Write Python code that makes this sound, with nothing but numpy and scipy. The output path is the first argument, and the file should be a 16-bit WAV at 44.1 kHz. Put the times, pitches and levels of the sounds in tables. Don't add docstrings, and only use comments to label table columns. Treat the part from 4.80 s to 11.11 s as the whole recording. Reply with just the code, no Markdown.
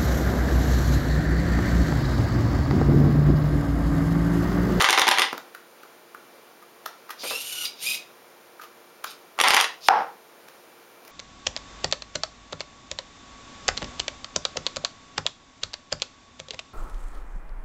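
import sys
import numpy as np
from scipy import signal
from scipy.fft import rfft, irfft
from scipy.io import wavfile

SR = 44100
rng = np.random.default_rng(int(sys.argv[2]) if len(sys.argv) > 2 else 0)


def store_pcm(level_fs):
    pcm = np.round(np.clip(level_fs, -1, 1) * 32767).astype(np.int16)
    wavfile.write(sys.argv[1], SR, np.atleast_2d(pcm).T)


N = 278271


def rattle():
    # start in seconds, slam level in dB, grind level in dB, grind fade time in seconds.
    slams = [(0, -27, -23.5, 0.02), (.0434, -13.5, -12.5, .01), (.1284, -14.5, -15, 0.013),
             (.2174, -12.5, -15.5, .015), (.3123, -13.5, -14.5, 0.012), (0.4191, -15, -17.5, 0.0087),
             (4.638, -14.5, -13, .05), (4.7058, -12, -13.5, .018), (4.766, -13.5, -13.5, .02),
             (4.8429, -22.5, -29, .007)]
    # start in seconds, gap between links in seconds,
    # then levels in dB for the first, second and third link and for the frame's thump.
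    rebounds = [(.0052, 0.0084, -18.5, -16.5, -18, -24), (.088, .0091, -15, -17.5, -19, -22),
                (.1763, .0094, -16, -16, -17.5, -19), (.2696, 0.0096, -19.5, -17, -16, -15.5),
                (.3751, 0.0099, -23, -16, -18, -19), (4.589, .012, -22.5, -18, -15, -22),
                (4.6727, .0055, -19.5, -18.5, -17, -27), (4.736, .005, -16, -19, -16.5, -25),
                (4.791, 0.01, -31, -19.5, -18.5, -27.5)]
    # fade time in seconds, brightness in dB per octave.
    links = [(.0042, -2), (.0027, 0), (.002, 4.6)]
    # pitch in Hz, relative level in dB, seconds to fade by 60 dB.
    frame_tones = [(786.5, -34, 0.057), (843, -33.5, 0.052), (1230, -47, 0.023), (1840, -36.5, 0.02),
                   (3620, -41, .02)]
    out = np.zeros(N)
    for start, slam_db, grind_db, decay_s in slams:
        add(out, start, amp(slam_db) * clack(decay_s=.0042, tilt_db=0))
        add(out, start + .0055, amp(grind_db) * clack(decay_s, tilt_db=-.5))
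    for start, gap, *link_db, thump_db in rebounds:
        for k, (decay_s, tilt_db) in enumerate(links):
            add(out, start + k * gap, amp(link_db[k]) * clack(decay_s, tilt_db))
        thump_s = start + 2 * gap - .003
        add(out, thump_s, amp(thump_db) * clack(decay_s=.0045, tilt_db=-6))
    return out + amp(-9) * signal.fftconvolve(out, ring(frame_tones))[:N]


def clack(decay_s, tilt_db, softening_s=.0077):
    # frequency in Hz, relative level in dB.
    link_colour = [(60, -57), (150, -38.5), (330, -17), (640, -14), (800, -1.5), (1600, -4.5), (1900, -2.5),
                   (2840, -7), (3500, -5.5), (4400, -11), (6500, -15.5), (9300, -17.5), (12500, -24),
                   (16000, -35.5)]
    sound = signal.fftconvolve(chatter(decay_s, first=.31), impact(link_colour, tilt_db))
    cutoff_hz = .4 * SR / (1 + decay_s / softening_s)
    return blow(signal.lfilter(*signal.butter(1, cutoff_hz, fs=SR), sound))


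def servos(slack_s=.064, coast_s=.05, hiss_rise_db_per_s=226, load_rise_db_per_s=900, fade_db_per_s=720):
    # start and brake times in seconds, top tooth rate in Hz, seconds to speed up, slowing in
    # Hz per second, then relative dB for the starting scrape, hiss, whine, fizz and extra braking hiss.
    moves = [(2.377, 2.857, 1483, .27, 376, -39, -42.5, -39.5, -33.5, 22),
             (2.96, 3.15, 1253, .07, 0, -53, -37, -36.5, -29.5, 13),
             (4.243, 4.306, 1110, .06, 0, -51, -37, -62, -40, -4),
             (5.008, 5.082, 1350, .06, 0, -40, -41, -68, -38.5, -6)]
    # multiple of the tooth rate, relative level in dB.
    harmonics = [(1, 3), (2, 2), (3, -13), (4, -4.5), (6, -15)]
    # middle in seconds, half length in seconds, extra whine in dB, extra hiss in dB.
    bites = [(2.42, 0.037, -1, 4), (2.504, 0.012, 0, 15.5), (2.558, .024, 12.5, -3), (2.63, .018, -8, -4),
             (2.784, .035, 8.5, -2), (3.072, .012, 12.5, 0), (3.118, 0.0097, 12.5, 0)]
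    # frequency in Hz, relative level in dB.
    case_colour = [(50, -40), (160, -20), (300, -25), (1230, -29.5), (1480, -19), (1700, -23.5), (2500, -1),
                   (3150, -8), (3750, 4.5), (4200, -6), (4900, -.5), (5600, -8), (9000, -18)]
    brush_colour = [(1700, -12.5), (2900, 5.5), (5000, -2), (6800, 2), (8900, 5), (10400, -.5), (11700, 3),
                    (13000, -1), (16000, -18)]
    scrape_colour = [(2000, -26), (3500, -6), (4200, -4), (4800, 1), (5700, -4), (7000, -13), (10000, -19),
                     (15000, -22)]
    gears, brushes, scrape = noise(case_colour), noise(brush_colour), noise(scrape_colour)
    flutter, grit, waver = wander(158), wander(180), wander(35)
    out = np.zeros(N)
    for start, brake, top_hz, spin_up, sag, scrape_db, hiss_db, whine_db, fizz_db, brake_db in moves:
        at = np.arange(round(start * SR), round((brake + coast_s) * SR))
        t = at / SR
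        loaded_s = t - start - slack_s
        slack_left_s = np.maximum(-loaded_s, 0)
        coasting_s = np.maximum(t - brake, 0)
        tooth_hz = tooth_rate(loaded_s, coasting_s, top_hz, spin_up, sag)
        teeth = np.cumsum(tooth_hz * (1 + .012 * flutter[at])) / SR
        shaft = np.cos(2 * np.pi * teeth / 10)
        whine = sum(amp(db + read(case_colour, k * tooth_hz)) * np.sin(2 * np.pi * k * teeth)
                    for k, db in harmonics)
        whine = evened(whine * (1 + .36 * shaft) * amp(2.8 * waver[at]))
        pulsing = evened(amp(.54 * shaft + 1.5 * grit[at] + 1.2 * waver[at]))
        bite_whine_db, bite_hiss_db = sum(np.outer(extra, swell(t, s, half)) for s, half, *extra in bites)
        rasp_db = brake_db * swell(t, brake, half_s=.009)
        hiss = gears[at] * amp(hiss_db + bite_hiss_db + rasp_db - hiss_rise_db_per_s * slack_left_s)
        hiss += scrape[at] * amp(scrape_db) * swell(t, start + .042, half_s=.033)
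        driven = amp(whine_db + bite_whine_db) * whine + amp(fizz_db) * pulsing * brushes[at]
        driven *= amp(-load_rise_db_per_s * slack_left_s)
        add(out, start, (pulsing * hiss + driven) * amp(-fade_db_per_s * coasting_s))
    return amp(-2.5) * out


def tooth_rate(loaded_s, coasting_s, top_hz, spin_up_s, sag_hz_per_s, coast_hz_per_s=1500):
    to_go = np.clip(1 - loaded_s / spin_up_s, 0, 1.5)
    rising_hz = top_hz * (1 - .23 * to_go ** 2)
    return rising_hz - sag_hz_per_s * np.maximum(loaded_s - spin_up_s, 0) - coast_hz_per_s * coasting_s


def cup_knock(start_s=5.0842, travel_s=.0028, size=16384):
    # frequency in Hz, relative level in dB.
    table_colour = [(100, -39), (300, -19.5), (480, -10), (620, -7.5), (810, 9), (1050, -2.5), (1400, -2),
                    (2100, -15.5), (4400, -30), (5300, -24.5), (6400, -39.5), (12000, -47.5)]
    # pitch in Hz, relative level in dB, seconds to fade by 60 dB.
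    cup_tones = [(808, -19, 0.24), (880, -21, 0.22), (885, -26, 0.18), (476, -19.5, 0.22)]
    hz = np.fft.rfftfreq(size, 1 / SR)
    spreading = np.exp(-4j * np.pi * travel_s * np.sqrt(1000 * hz))
    thud = irfft(rfft(impact(table_colour), size) * spreading)
    out = np.zeros(N)
    add(out, start_s, blow(thud))
    add(out, start_s + travel_s, ring(cup_tones))
    return amp(3) * out


def twitches():
    # start in seconds, rap level in dB, snap level in dB, rap fade time in seconds.
    nudges = [(.5792, -40, -40, .003), (0.7492, -41, -44.5, .004), (1.033, -45.5, -52, .004),
              (1.3473, -38.5, -59, 0.0029), (1.8257, -48, -68, .004), (2.061, -32, -32.5, 0.0035),
              (2.2934, -38.5, -49, 0.0046), (2.306, -38.5, -34.5, 0.0098), (2.84, -45.5, -70, .004),
              (3.797, -43, -56, 0.0046), (3.815, -43, -43.5, 0.019), (3.836, -42.5, -46, .014),
              (4.243, -29, -32, 0.0036), (4.579, -40, -58, 0.006), (5.6854, -56, -47.5, .002),
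              (6.2502, -58, -51, .004), (6.2784, -66, -47, 0.0032)]
    # frequency in Hz, relative level in dB.
    gearbox_colour = [(100, -38), (600, -13.5), (1000, -9), (1250, 5), (1550, -3), (2100, -16),
                      (3500, -30.5)]
    snap_colour = [(80, -38), (1000, 2.5), (2500, 0), (6500, -5), (10000, -12), (12000, -2.5), (13500, -10),
                   (16000, -6)]
    out = np.zeros(N)
    for start, rap_db, snap_db, decay_s in nudges:
        rap_colour = np.array(gearbox_colour) * [1 + .035 * rng.standard_normal(), 1]
        for when, db in ((start - .003, -10), (start, 0)):
            rap = signal.fftconvolve(chatter(decay_s, first=.35), impact(rap_colour))
            snap = signal.fftconvolve(chatter(.66 * decay_s, first=.26), impact(snap_colour))
            add(out, when, amp(rap_db + db) * blow(rap))
            add(out, when, amp(snap_db + db) * blow(snap))
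    return out


def jolts():
    # start in seconds, level in dB, fade time in seconds.
    bumps = [(0.5293, -27.5, 0.002), (2.435, -31, 0.018), (2.508, -30, 0.02)]
    # frequency in Hz, relative level in dB.
    base_colour = [(90, -30), (280, -5.5), (480, 2), (800, -3), (1300, -5), (2100, -11), (3500, -22),
                   (12000, -29.5)]
    out = np.zeros(N)
    for start, db, decay_s in bumps:
        bump = signal.fftconvolve(chatter(decay_s, first=.24), impact(base_colour))
        add(out, start, amp(db) * blow(bump))
    return out


def room(x, echo_db, gap_s=.0046):
    # frequency in Hz, seconds for the echoes to fade by 60 dB.
    fade_times = [(150, 0.4), (800, 0.29), (2500, 0.3), (6000, 0.28), (12000, 0.17)]
    t = np.arange(SR * 3 // 4) / SR
    echoes = rng.choice([-1., 1.], len(t)) * (rng.random(len(t)) < .1) * (t > gap_s)
    hz, age_s, bands = signal.stft(echoes, SR, nperseg=256)
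    fade = amp(-60 * age_s / read(fade_times, hz)[:, None])
    tail = signal.istft(bands * fade, SR, nperseg=256)[1]
    return x + amp(echo_db) * signal.fftconvolve(x, tail / np.linalg.norm(tail))[:N]


def background():
    # frequency in Hz, relative level in dB.
    air_colour = [(25, -54), (100, -14.5), (200, -5), (340, -1), (480, 2), (700, 0), (1100, -1.5),
                  (2200, -8.5), (9000, -20)]
    # pitch in Hz, level in dB.
    hum_tones = [(353, -65.5), (465, -65), (1380, -71), (1463, -83), (2342, -70)]
    t = np.arange(N) / SR
    hum = sum(amp(db) * np.sqrt(2) * np.sin(2 * np.pi * hz * t + .99 * wander(2.83))
              for hz, db in hum_tones)
    return amp(-52.5) * noise(air_colour) * amp(.5 * wander(3.6)) + hum


def impact(colour, tilt_db=0, size=2048):
    hz = abs(np.fft.fftfreq(size, 1 / SR))
    octaves = np.log2(np.clip(hz, 300, 8000) / 2000)
    log_gain = np.log(amp(read(colour, hz) + tilt_db * octaves))
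    click = np.fft.ifft(np.exp(signal.hilbert(log_gain).conj())).real
    return click / np.linalg.norm(click)


def ring(tones):
    t = np.arange(SR // 2) / SR
    return sum((-1) ** k * amp(db - 60 * t / fade_s) * np.sin(2 * np.pi * hz * t)
               for k, (hz, db, fade_s) in enumerate(tones))


def chatter(decay_s, first, size=4096):
    t = np.arange(size) / SR
    hits = rng.standard_normal(size) * (rng.random(size) < .3) * np.exp(-t / decay_s)
    hits /= np.linalg.norm(hits)
    hits[0] += first
    return hits / np.linalg.norm(hits)


def noise(colour):
    gain = amp(read(colour, np.fft.rfftfreq(N, 1 / SR)))
    return evened(irfft(rfft(rng.standard_normal(N)) * gain, N))


def wander(rate_hz):
    return noise([(rate_hz, 0), (rate_hz * 4, -100)])


def swell(t, middle_s, half_s):
    return np.exp(-((t - middle_s) / half_s) ** 2)


def amp(db):
    return 10 ** (np.asarray(db) / 20)


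def evened(x):
    return x / np.sqrt(np.mean(x ** 2) + 1e-20)


def blow(x):
    return x * np.sqrt(SR / 100 / np.sum(x ** 2))


def read(table, hz):
    row_hz, values = np.transpose(table)
    return np.interp(np.log(hz + 1), np.log(row_hz), values)


def add(mix, start_s, sound):
    part = mix[max(round(start_s * SR), 0):][:len(sound)]
    part += sound[:len(part)]


def scene():
    arm = room(rattle() + jolts(), echo_db=-6.5)
    arm += room(twitches(), echo_db=-6)
    arm += room(servos(), echo_db=-4.5)
    cup = room(cup_knock(), echo_db=-3.5, gap_s=.009)
    return (arm + cup + background())[None]


def record(dry, bass_cut_hz=100, limit_db=-4, recovery_db_per_s=130, attack_s=.0016, ceiling=.6):
    x = signal.lfilter(*signal.butter(2, bass_cut_hz, "high", fs=SR), dry[0])
    over_db = np.maximum(20 * np.log10(abs(x) + 1e-9) - limit_db, 0)
    recovery_db = recovery_db_per_s * np.arange(N) / SR
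    held_db = np.maximum.accumulate(over_db + recovery_db) - recovery_db
    lag = np.exp(-1 / (attack_s * SR))
    x = x / amp(signal.lfilter([1 - lag], [1, -lag], held_db))
    x = x / (1 + (x / ceiling) ** 12) ** (1 / 12)
    amplifier_hiss = signal.lfilter(*signal.butter(1, 150, "high", fs=SR), rng.standard_normal(N))
    x = x + amp(-60) * amplifier_hiss
    notch_hz, treble_cut_hz = 7900, 16100
    for width_hz in (900, 500):
        x = signal.lfilter(*signal.iirnotch(notch_hz, notch_hz / width_hz, SR), x)
    treble_cut = signal.firwin(511, treble_cut_hz, window=("kaiser", 9), fs=SR)
    return signal.oaconvolve(x, treble_cut, "same")[None]


dry = scene()
out = record(dry)
store_pcm(out)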